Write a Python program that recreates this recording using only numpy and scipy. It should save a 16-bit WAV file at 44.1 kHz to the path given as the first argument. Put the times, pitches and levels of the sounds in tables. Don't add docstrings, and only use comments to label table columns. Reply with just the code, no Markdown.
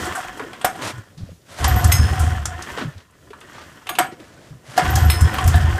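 import sys
import numpy as np
from scipy import signal
from scipy.fft import rfft, irfft, next_fast_len
from scipy.io import wavfile
from scipy.ndimage import map_coordinates

SR = 44100
rng = np.random.default_rng(int(sys.argv[2]) if len(sys.argv) > 2 else 0)


def attenuation_scalar(level_db):
    decades = np.asarray(level_db, float) / 20
    return 10 ** decades


def master(y):
    cut = np.clip(np.atleast_2d(y).T, -1, 1)
    pcm = np.round(cut * 32767)
    wavfile.write(sys.argv[1], SR, pcm.astype(np.int16))


N = 255339
TIME = np.arange(N) / SR


def unit(x):
    return x / np.sqrt(np.mean(x ** 2))


def colour(x, spectrum):
    hz, db = np.transpose(spectrum)
    size = next_fast_len(len(x))
    f = np.arange(1, size // 2 + 2) * SR / size
    gain = attenuation_scalar(np.interp(np.log(f), np.log(hz), db, -70, -70))
    return unit(irfft(rfft(x, size) * gain, size)[:len(x)])


def ring(x, hz, t60):
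    r = 1000 ** (-1 / (t60 * SR))
    w = 2 * np.pi * hz / SR
    return signal.lfilter([0, np.sin(w)], [1, -2 * r * np.cos(w), r * r], x)


def band(x, hz, width):
    edges = [max(hz - width / 2, 20), min(hz + width / 2, .45 * SR)]
    return signal.sosfilt(signal.butter(2, edges, "bandpass", fs=SR, output="sos"), x)


def walk(rate):
    low_pass = signal.butter(2, rate / 2, fs=SR, output="sos")
    return unit(signal.sosfilt(low_pass, rng.standard_normal(N)))


def grit(spread_db):
    sizes_db = spread_db * np.repeat(rng.exponential(size=N // 48 + 1), 48)[:N]
    return rng.standard_normal(N) * attenuation_scalar(np.minimum(sizes_db, 3.5 * spread_db))


def add(out, s, sound):
    i = int(s * SR)
    sound = sound[max(-i, 0):N - i]
    out[max(i, 0):max(i, 0) + len(sound)] += sound


def curve(rows, lag=0, quiet_db=-99):
    s, db = np.transpose(rows)
    return np.interp(TIME - lag, s, db, quiet_db if s[0] > .05 else db[0], quiet_db)


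def boom(peak_s, db, hz, length):
    rise = 2 * length
    t = np.arange(int(8 * length * SR)) / SR / rise
    swell = attenuation_scalar(db) * (t * np.exp(1 - t)) ** 4
    return peak_s - rise, swell, -swell * np.cos(2 * np.pi * hz * rise * (t - 1))


# peak in seconds, peak level in dB, boom pitch in Hz.
COUGHS = [(0.0277, -29.9, 83.0), (0.0528, -34.8, 72.6), (0.105, -31, 83.0), (1.617, -18, 71.4),
          (1.632, -21, 106), (1.6572, -10.3, 71.4), (1.685, -17, 88), (1.703, -16, 118),
          (1.7197, -9.5, 71.5), (1.7486, -10, 68.0), (1.7668, -9.5, 99), (1.7935, -18, 68.0),
          (1.8187, -20, 121), (1.8401, -14.5, 107), (1.861, -3, 82.5), (1.8785, -14, 100),
          (1.8995, -7.5, 77.0), (1.9168, -29, 104.0), (1.9457, -9, 92.5), (1.9608, -18, 125),
          (1.9813, -23, 89.0), (2.0035, -4, 80.0), (2.02, -12, 110.0), (2.0436, -8, 77.0),
          (2.0662, -16, 98.0), (2.0959, -28, 89.0), (2.12, -11.5, 77.0), (2.1344, -24, 122.0),
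          (2.1693, -23, 122.0), (2.1904, -17.5, 92.0), (2.2126, -10, 80.5), (2.2392, -11, 77.0),
          (2.277, -10.1, 85), (2.2955, -20, 119), (2.3262, -13, 82.5), (2.344, -25, 115), (2.3718, -19, 78),
          (2.427, -21.5, 77), (2.4845, -23.5, 81.4)]
# peak in seconds, peak level in dB, boom pitch in Hz.
PUFFS = [(4.852, -20, 77.0), (4.8676, -24, 116.0), (4.889, -13.5, 71.0), (4.9109, -21, 113.0),
         (4.9304, -16.5, 77.0), (4.955, -9.5, 99.6), (4.9714, -8, 83), (5.007, -22, 77.0), (5.0306, -5, 84),
         (5.047, -11, 101.0), (5.0685, -6, 77.0), (5.0951, -7, 77.0), (5.1115, -27, 122.0),
         (5.1355, -14.5, 86.0), (5.153, -23, 80.0), (5.171, -13, 84.5), (5.207, -27, 97),
         (5.2276, -2.5, 83), (5.2545, -5, 89), (5.344, -25, 71.0), (5.3853, -21, 71.6), (5.415, -26, 113.0),
         (5.4386, -17.5, 93), (5.46, -7.5, 65.0), (5.4835, -3.5, 81), (5.511, -16.5, 117),
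         (5.5325, -14.5, 84), (5.5582, -3.5, 77.0), (5.5809, -12, 93.5), (5.6144, -12.5, 77.0),
         (5.6352, -18, 127), (5.652, -8, 78), (5.689, -10, 77.0), (5.7127, -21, 113.0), (5.7324, -18, 66.6),
         (5.751, -13, 86.0)]
# peak in seconds, peak level in dB,
# boom pitch in Hz.
WHEEZES = [(2.4, -20.5, 86), (2.455, -27, 90), (2.52, -29, 80), (2.556, -26.5, 80), (2.594, -32.5, 80.5),
           (2.625, -36, 80), (5.283, -23, 90), (5.315, -25, 100)]
# pitch in Hz, level in dB, T60 in seconds.
SILENCER = [(77, -18, 0.37), (140, 8.5, 0.14)]


def exhaust():
    pressure, flow, kicks = np.zeros(N), np.zeros(N), np.zeros(N)
    for s, db, hz in COUGHS + PUFFS + WHEEZES:
        start, swell, wave = boom(s, db, hz, length=.011)
        add(pressure, start, wave)
        add(flow, start, swell)
        add(kicks, s - .008, attenuation_scalar(db - 20) * np.hanning(130) / 65)
    shell = band(sum(attenuation_scalar(db) * ring(kicks, hz, t60) for hz, db, t60 in SILENCER), 144, 250)
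    gas = attenuation_scalar(-24) * flow * unit(band(rng.standard_normal(N), 178, 104))
    return pressure + shell + gas


# time in seconds, level in dB.
SPINS = [
    [(0, -31.5), (.06, -33), (.16, -34.5), (.31, -42.5), (.45, -42)],
    [(1.57, -58), (1.63, -30), (1.71, -31), (1.8, -31.5), (2.1, -32.5), (2.24, -34), (2.42, -38.5),
     (2.7, -40), (2.85, -48)],
    [(4.72, -57), (4.79, -32.5), (4.89, -31), (4.95, -30.5), (5.11, -33), (5.27, -33), (5.47, -32.5),
     (5.9, -35)],
]
# time in seconds, fumbling in dB, weight leaning on the chassis in dB.
HANDLING = [(.2, -43, -24), (.43, -45, 4.5), (.61, -47.5, -5.5), (.72, -47.5, -0.5), (.82, -38, -3.5),
            (1.0, -48.5, -9.5), (1.12, -63, 2.5), (1.45, -71, 7), (2.3, -70.5, -16.5), (2.67, -39, -9),
            (2.82, -40, 0.5), (3.02, -66.5, -4.5), (3.3, -60, 4), (3.52, -48.5, -7.5), (3.87, -51.5, -7),
            (4.03, -54, 8), (4.24, -58, 3), (4.5, -61, 7.5), (4.701, -62.5, -1)]


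def drive(db, slope, lag, hand_db, weight=0):
    spin_db = np.max([curve(pull, lag) for pull in SPINS], axis=0)
    hands_db = curve([(s, fumble_db + weight * lean_db) for s, fumble_db, lean_db in HANDLING])
    usual_spin_db = -33
    crank = attenuation_scalar(usual_spin_db + db + slope * (spin_db - usual_spin_db))
    return np.hypot(crank, attenuation_scalar(hands_db + hand_db))


# pitch in Hz, level in dB, T60 in seconds.
PANELS = [(340, -7.5, 0.25), (917, -8, 0.11), (1032, -4.5, 0.071), (1386, -8, 0.089), (1481, -3.5, 0.15),
          (1715, -6, 0.12), (1835, -5, 0.17), (1984, -11.5, 0.22), (3190, -14.5, 0.03)]
# frequency in Hz, level in dB.
RATTLE = [(400, -27), (600, -24), (1030, 3.5), (1850, 1), (2300, -7), (3190, -4), (3900, -18), (5500, -41)]


def rattle(jolt):
    ticks = grit(5.0)
    panels = sum(attenuation_scalar(db + 3.6 * walk(32.0)) * unit(ring(ticks, hz, t60)) for hz, db, t60 in PANELS)
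    drift = np.cumsum(.025 * walk(8))
    panels = map_coordinates(panels, [np.arange(N) + drift], mode="mirror")
    chatter = .8 * colour(grit(3.4), RATTLE) + .7 * unit(panels)
    return chatter * attenuation_scalar(1.6 * jolt) * drive(db=0, slope=1.29, lag=0, hand_db=0) * attenuation_scalar(2.5)


# time in seconds, level in dB.
SLAPS = [
    (0.648, -13),
    (3.893, -21.5),
    (3.988, -17.5),
    (4.778, -15),
]


def cowl_buzz(jolt):
    tone = unit(ring(grit(4.0), 738, .11)) * attenuation_scalar(.8 * jolt + 1.4 * walk(14))
    fade_s = 0.046
    buzz = sum(attenuation_scalar(db - 6) * (TIME > s) * np.exp(-np.abs(TIME - s) / fade_s) for s, db in SLAPS)
    return tone * (drive(db=-5, slope=1.1, lag=0, hand_db=-19.5) + buzz)


# frequency in Hz, level in dB.
HISS = [(1800, -42.5), (2600, -5), (5200, -1), (8000, -2.5), (10000, -10), (14000, -11.5), (16000, -17.5)]


def hiss(jolt):
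    air = colour(grit(1.8), HISS) * attenuation_scalar(.6 * jolt + .9 * walk(60))
    return air * drive(db=-8, slope=2.2, lag=.05, hand_db=-7)


# frequency in Hz, level in dB.
RUMBLE = [(40, -14), (80, -13), (130, -0.5), (170, -1.5), (230, -1), (340, -1), (450, -3.5), (600, -4),
          (800, -9)]


def rumble(jolt):
    shake = colour(rng.standard_normal(N), RUMBLE) * attenuation_scalar(1.2 * jolt + 1.5 * walk(40))
    return shake * drive(db=-8.5, slope=1.7, lag=-0.0166, hand_db=-0.5, weight=0.94) * attenuation_scalar(5.5)


def machine():
    jolt = walk(60)
    return rattle(jolt) + cowl_buzz(jolt) + hiss(jolt) + rumble(jolt)


# peak in seconds, peak
# level in dB.
HUMS = [(1.61, -27), (1.679, -17), (1.721, -21.5), (1.755, -33), (1.774, -19.5), (1.815, -21.5),
        (1.833, -24), (1.857, -20), (1.895, -20.5), (1.957, -36), (2.009, -36), (2.038, -34), (2.133, -25),
        (2.184, -24.5), (2.204, -31), (2.241, -24.5), (2.28, -25.5), (2.302, -29), (2.354, -31),
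        (2.397, -31.5), (2.49, -36), (2.52, -32), (2.549, -33), (2.613, -42), (4.05, -27), (4.088, -32),
        (4.857, -26), (4.905, -26), (4.932, -22), (4.979, -17), (5.037, -24.5), (5.061, -24.5), (5.08, -30),
        (5.176, -34), (5.28, -28), (5.347, -24.5), (5.414, -21.5), (5.437, -24), (5.467, -22),
        (5.546, -17.5), (5.565, -32), (5.584, -25.5), (5.66, -35), (5.753, -26), (5.785, -27)]


def cowl_hum():
    rise_s, fade_s = 0.0044, 0.018
    power = np.zeros(N)
    for s, db in HUMS:
        rise = np.exp(-((TIME - s) / rise_s) ** 2)
        fade = np.exp(-2 * np.abs(TIME - s) / fade_s)
        power += attenuation_scalar(2 * db) * np.where(TIME < s, rise, fade)
    return np.sqrt(power) * np.sin(2 * np.pi * np.cumsum(740 + 22 * walk(50)) / SR)


# start in seconds, crack in dB, cowl knock in dB, thump in dB.
KNOCKS = [(.062, -40, -18.5, -40), (.175, -45, -18, -46), (.187, -43, -18.5, -45), (.245, -50, -24.5, -50),
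          (.288, -50, -31, -50), (.3955, -22.5, -47, -12), (.411, -45, -48, -21),
          (.5313, -22.5, -31, -22.5), (.6128, -18.5, -34, -22.5), (.6451, -6.5, 1, -1.5),
          (.7537, -29, -24, -40), (1.586, -31, -36, -39), (1.6437, -8, -17, -6), (2.7826, -20, -41, -14),
          (2.798, -36, -43, -27), (2.812, -32, -47, -18), (3.3047, -31, -49, -39), (3.3323, -34, -68, -24),
          (3.4111, -28, -65, -28), (3.8688, -17.5, -32, -26), (3.8912, -10, -36, -10),
          (3.9519, -15, -32, -24.5), (3.9859, -2.5, -8, 0), (4.0014, -41, -5.5, -6.5),
          (4.0774, -45, -30, -50), (4.2, -33.5, -66, -32), (4.7772, -9.5, -1.5, -10),
          (4.7934, -15, -9.5, -4.5), (5.0986, -3, -26, -11.5), (5.3837, -10.5, -23, -8),
          (1.9185, -4.5, -47, -32)]
# start in seconds, crack in dB, thump in dB, crack colour in Hz, fade in seconds.
CLICKS = [(0.052, -22, -23, 8000, 0.011), (0.1516, -20.5, -19, 8400, 0.017), (.7625, -27, -50, 10000, .003),
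          (1.4165, -43.5, -61, 4430, 0.0039), (2.128, -24.5, -37, 9000, 0.0065),
          (3.011, -54, -47.5, 6540, .003), (3.108, -42, -69.5, 9000, 0.0033),
          (3.4045, -28, -60, 7950, .002), (3.58, -44, -26, 7000, 0.0091), (5.4625, -17, -40, 8000, .0025),
          (5.555, -19.5, -39, 8800, 0.0088), (0.373, -30, -50, 9000, 0.0054),
          (0.981, -33.5, -28, 7760, 0.0032), (1.1756, -40, -47.5, 4250, 0.03),
          (1.6428, -6.5, -35, 6200, 0.0067), (1.8422, -7.5, -13.5, 7200, 0.0069),
          (1.916, -14, -17.5, 6560, 0.018), (2.0387, -20, -37, 4960, 0.0025),
          (2.193, -20.5, -34, 7400, 0.029), (2.4554, -4.5, -12.5, 6600, 0.0031),
          (2.6227, -16.5, -27, 5850, 0.0042), (2.9788, -35.5, -43.5, 4330, 0.0054),
          (4.9547, -9, -36, 6100, 0.0091), (5.2078, -14.5, -19, 8100, 0.011),
          (5.3368, -23.5, -28, 3190, 0.041), (5.41, -22, -42, 9000, .005), (5.441, -14, -30, 7640, 0.004),
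          (5.476, -14.5, -18, 6300, 0.013), (5.5392, -20, -17.5, 3330, 0.02), (.646, -12, -20, 6300, 0.008),
          (3.987, -14, -20, 6100, 0.008), (4.7765, -11.5, -10, 5340, 0.0082)]
# pitch in Hz, level in dB, T60 in seconds.
COWL = [(740, 0, .075), (700, -15, .04), (790, -15, .04), (334, -12, .1), (250, -16, .07), (480, -15, .04),
        (985, -9, .08), (1712, -14, .1), (3170, -22, .05), (1400, -16, .08)]


def hits():
    out, blows = np.zeros(N), np.zeros(N)
    t = np.arange(int(.2 * SR)) / SR
    rows = [(*row, 2950, 0.0056) for row in KNOCKS]
    rows += [(s, db, db - 35, thump_db, hz, fade) for s, db, thump_db, hz, fade in CLICKS]
    noise = rng.standard_normal((len(rows), 2, len(t)))
    bounces = np.convolve(np.tile(np.eye(60)[0], 4), np.hanning(18)) / 36
    for (s, crack_db, knock_db, thump_db, hz, fade), (a, b) in zip(rows, noise):
        fade = max(fade, .002)
        shape = np.minimum(t / 0.0029, 1) * (np.exp(-t / fade) + 0.41 * np.exp(-t / (2.7 * fade)))
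        crack = .52 * unit(band(a, 6300, 7600))
        crack = crack + .7 * unit(band(a, 1.1 * hz, .8 * hz)) + .5 * unit(band(a, hz, .45 * hz))
        crack = band(crack, 6500, 11000)
        thump = unit(band(band(b, 1360, 1150), 1130, 1360))
        hollow = unit(band(b, 760, 760))
        add(out, s - .001, shape * (attenuation_scalar(crack_db - 14.5) * crack + attenuation_scalar(thump_db - 10.5) * thump))
        add(out, s, shape * attenuation_scalar(knock_db - 17.0) * hollow)
        add(blows, s, attenuation_scalar(knock_db - 0.5) * bounces)
    return out + band(sum(attenuation_scalar(db) * ring(blows, hz, t60) for hz, db, t60 in COWL), 2410, 4450)


def clinks(strikes, modes, twin):
    out = np.zeros(N)
    t = np.arange(int(.6 * SR)) / SR
    read_s = .025

    def tone(hz, t60, off, turn):
        return 1000 ** ((read_s - t) / t60) * np.sin(2 * np.pi * (hz * (1 + off) * t + turn))

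    for k, s in enumerate(strikes):
        for (hz, t60, *db), chance in zip(modes, rng.random((len(modes), 5))):
            pair = tone(hz, t60, 0, chance[0])
            pair = pair + twin * tone(hz, .8 * t60, .006 * chance[1] - .003, chance[0] + .2 * chance[2])
            pair = pair + .3 * tone(hz, .5 * t60, .03 * chance[3] - .015, chance[4])
            add(out, s, attenuation_scalar(db[k]) * np.minimum(t / .003, 1) * pair / np.hypot(1, twin))
    return out * attenuation_scalar(1.5 * walk(150))


PAWL_HITS = [
    1.92,
    5.1,
]
# pitch in Hz, T60 in seconds, level in dB at each blow.
PAWL = [(2037, .25, -29, -31), (3951, .3, -40, -48), (5165, .72, -31, -33), (5236, .66, -28, -30),
        (6449, .36, -26, -45), (8050, .26, -32, -36), (8200, .26, -31, -35), (8400, .22, -36, -38),
        (9520, .8, -35, -38), (10650, .19, -40, -39), (11200, .19, -33, -31), (11820, .18, -28, -34),
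        (14000, .24, -41, -36), (14840, .25, -40, -48)]


def pawl():
    return clinks(PAWL_HITS, PAWL, twin=.35)


HANDLE_HITS = [
    .646,
    3.894,
    3.987,
]
# pitch in Hz, T60 in seconds, level in dB at each blow.
HANDLE = [(4760, .2, -57, -58, -47), (6455, .33, -46, -60, -45), (6620, .25, -56, -44, -52),
          (8027, .13, -42, -54, -39), (8215, .1, -42, -54, -35), (9582, .22, -41, -43, -48),
          (10610, .22, -48, -55, -46), (11290, .2, -48, -49, -48), (11600, .2, -48, -48, -49),
          (11950, .2, -45, -50, -46), (14200, .18, -51, -50, -54), (15000, .15, -58, -56, -62)]


def handle():
    return clinks(HANDLE_HITS, HANDLE, twin=1.0)


# start in seconds, level
# in dB, pitch in Hz, width in Hz, fade in seconds.
SQUEAKS = [(1.678, -19, 13100, 400, .01), (1.69, -34, 13150, 200, .035), (1.757, -29, 13100, 700, .02),
           (1.774, -30, 11750, 180, .03), (1.872, -31, 11950, 200, .03), (4.902, -29, 13200, 500, .017),
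           (4.972, -33, 11860, 150, .055), (5.045, -36, 11860, 150, .03), (4.79, -34, 8100, 300, .013),
           (.615, -37, 8400, 500, .008), (4.957, -27, 5150, 350, .008), (1.918, -22, 3100, 400, .006),
           (5.11, -29, 4040, 350, .025)]
# start in seconds, peak level in dB.
TICKS = [(.646, -15.5), (1.644, -37), (1.844, -26), (1.922, -15), (2.197, -31), (3.891, -22.5),
         (3.987, -15), (4.777, -22.5), (4.955, -19), (5.102, -20), (5.211, -31), (5.34, -29.5),
         (5.464, -35), (5.475, -18), (5.555, -27)]
# start in seconds, peak level in dB, pitch in Hz.
TAPS = [(1.66, -20, 1630), (1.7904, -28, 1900), (1.8253, -21, 1010), (2.0553, -33, 1720),
        (2.079, -25, 1490), (2.15, -17, 1540), (2.203, -20, 1370), (2.549, -28, 1830), (2.64, -26, 1760),
        (4.778, -8.5, 1670), (4.8798, -22, 1560), (4.9046, -23, 985), (4.961, -17, 1670),
        (5.3581, -23, 1560), (5.385, -22, 3140), (5.386, -21, 1050), (5.5409, -15.5, 1690),
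        (5.61, -24, 1630), (5.78, -17, 1650)]


def squeaks():
    out = np.zeros(N)
    t = np.arange(int(.15 * SR)) / SR
    rows = SQUEAKS + [(s, db, 12700, 4200, .006) for s, db in TICKS]
    rows = rows + [(*tap, 146, .007) for tap in TAPS]
    for (s, db, hz, width, fade), noise in zip(rows, rng.standard_normal((len(rows), len(t)))):
        shape = np.minimum(t / 0.0022, 1) * np.exp(-t / fade)
        add(out, s, attenuation_scalar(db) * shape * unit(band(noise, hz, width)))
    return out


# peak in seconds, peak level in dB, pitch in Hz.
THUDS = [(0.079, -22.5, 340), (.3, -44, 50.5), (0.406, -24, 427), (.427, -29.5, 272), (.447, -29, 466),
         (.85, -29, 109), (0.944, -29, 118), (0.967, -35, 112), (.993, -30, 106), (1.181, -36, 151),
         (1.2, -30, 175), (1.225, -28.5, 101), (1.242, -33, 185), (1.261, -39, 86.4), (1.279, -44, 252),
         (1.295, -41, 525), (1.309, -36.5, 92), (1.325, -38, 167), (2.73, -37.5, 72), (2.782, -28.5, 430),
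         (2.824, -28, 243), (2.843, -25.5, 237), (2.86, -22, 140), (2.878, -18.5, 140), (2.969, -35.5, 92),
         (3.31, -32, 418), (3.91, -31.5, 338), (4.001, -20.5, 340), (4.127, -33, 340), (4.207, -37.5, 326),
         (4.518, -31, 140), (4.544, -34.5, 130), (4.575, -44, 110), (4.695, -35, 132), (4.83, -17, 156)]


def thuds():
    out = np.zeros(N)
    for s, db, hz in THUDS:
        start, _, wave = boom(s, db, hz, length=0.0096 * (130 / hz) ** .75)
        add(out, start, wave)
    return out * attenuation_scalar(3 * walk(160))


# start and end in seconds, level in dB, low-pass in Hz, swell in seconds.
RUBS = [(0.806, 0.896, -27, 10300, 0.016), (1.17, 1.31, -53.5, 6040, 0.0085),
        (1.425, 1.579, -39.5, 12000, 0.1), (1.568, 1.697, -30, 13000, 0.026),
        (2.772, 2.828, -29.5, 4640, 0.002), (2.848, 3.02, -49.5, 5000, .01),
        (3.983, 4.046, -31.5, 3000, .005), (3.51, 3.636, -42, 5750, 0.034), (4.108, 4.13, -44, 6000, 0.014),
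        (4.191, 4.512, -51, 9100, 0.0059), (4.594, 4.804, -38.5, 11000, 0.12),
        (4.763, 4.891, -33, 14000, 0.0057)]
# frequency in Hz, level in dB.
RUB = [(80, 12.5), (200, 1.5), (470, -1.5), (600, 3), (800, -2), (1720, -1.5), (2420, -6), (8800, -13),
       (14700, -21.5)]


def rubs():
    noise = colour(grit(1.5), RUB) * attenuation_scalar(.9 * walk(60))
    out = np.zeros(N)
    for start, end, db, top_hz, swell in RUBS:
        touch = np.clip(np.minimum((TIME - start) / swell, (end - TIME) / .05 + 1), 0, 1) ** 2
        out += attenuation_scalar(db) * touch * band(noise, top_hz / 2 + 150, top_hz)
    return out


def shed(x):
    t60 = .26
    t = np.arange(int(.4 * SR)) / SR
    noise = rng.standard_normal(len(t)) * np.minimum(t / 0.0065, 1)
    dull = band(band(noise, 2300, 2600), 2300, 2600)
    bright = band(noise, 8000, 9000)
    echoes = dull * 1000 ** (-t / t60) + 0.64 * bright * 1000 ** (-t / (0.8 * t60))
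    return signal.fftconvolve(x, echoes / np.sqrt(np.sum(echoes ** 2)))[:N]


# frequency in Hz, level in dB.
FLOOR = [(25, -28.5), (50, -9.5), (88, 0), (210, -14.5), (600, -31.5), (1800, -34.5), (2500, -28.5),
         (7000, -29), (12000, -35), (16000, -39)]


def room_tone():
    return colour(rng.standard_normal(N), FLOOR) * attenuation_scalar(-54.5) * attenuation_scalar(1.5 * walk(8))


def scene():
    sharp = hits() + handle() + squeaks()
    engine = exhaust() + machine() + cowl_hum() + pawl()
    body = thuds() + rubs()
    return (engine + sharp + body + attenuation_scalar(-11) * shed(sharp) + room_tone())[None]


STARVED_HZ = [(12450, 13750), (14900, 16500)]
STARVED_S = [(.655, .75), (1.95, 2.0), (3.91, 3.98), (3.996, 4.12), (5.12, 5.205)]


def starve(x):
    f, t, z = signal.stft(x, SR, nperseg=512)
    busy = np.any([(t > a) & (t < b) for a, b in STARVED_S], axis=0)
    weak = np.any([(f > a) & (f < b) for a, b in STARVED_HZ], axis=0)
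    z[np.outer(weak, busy)] *= attenuation_scalar(-35)
    return signal.istft(z, SR, nperseg=512)[1][:N]


def roll_off(x):
    return signal.sosfilt(signal.butter(12, 16300, fs=SR, output="sos"), x)


def record(dry):
    soft = starve(np.tanh(.8 * dry[0]) / .8)[None]
    top_cut = signal.ellip(10, .2, 80, 15150, fs=SR, output="sos")
    return roll_off(signal.sosfilt(top_cut, soft))


dry = scene()
out = record(dry)
master(out)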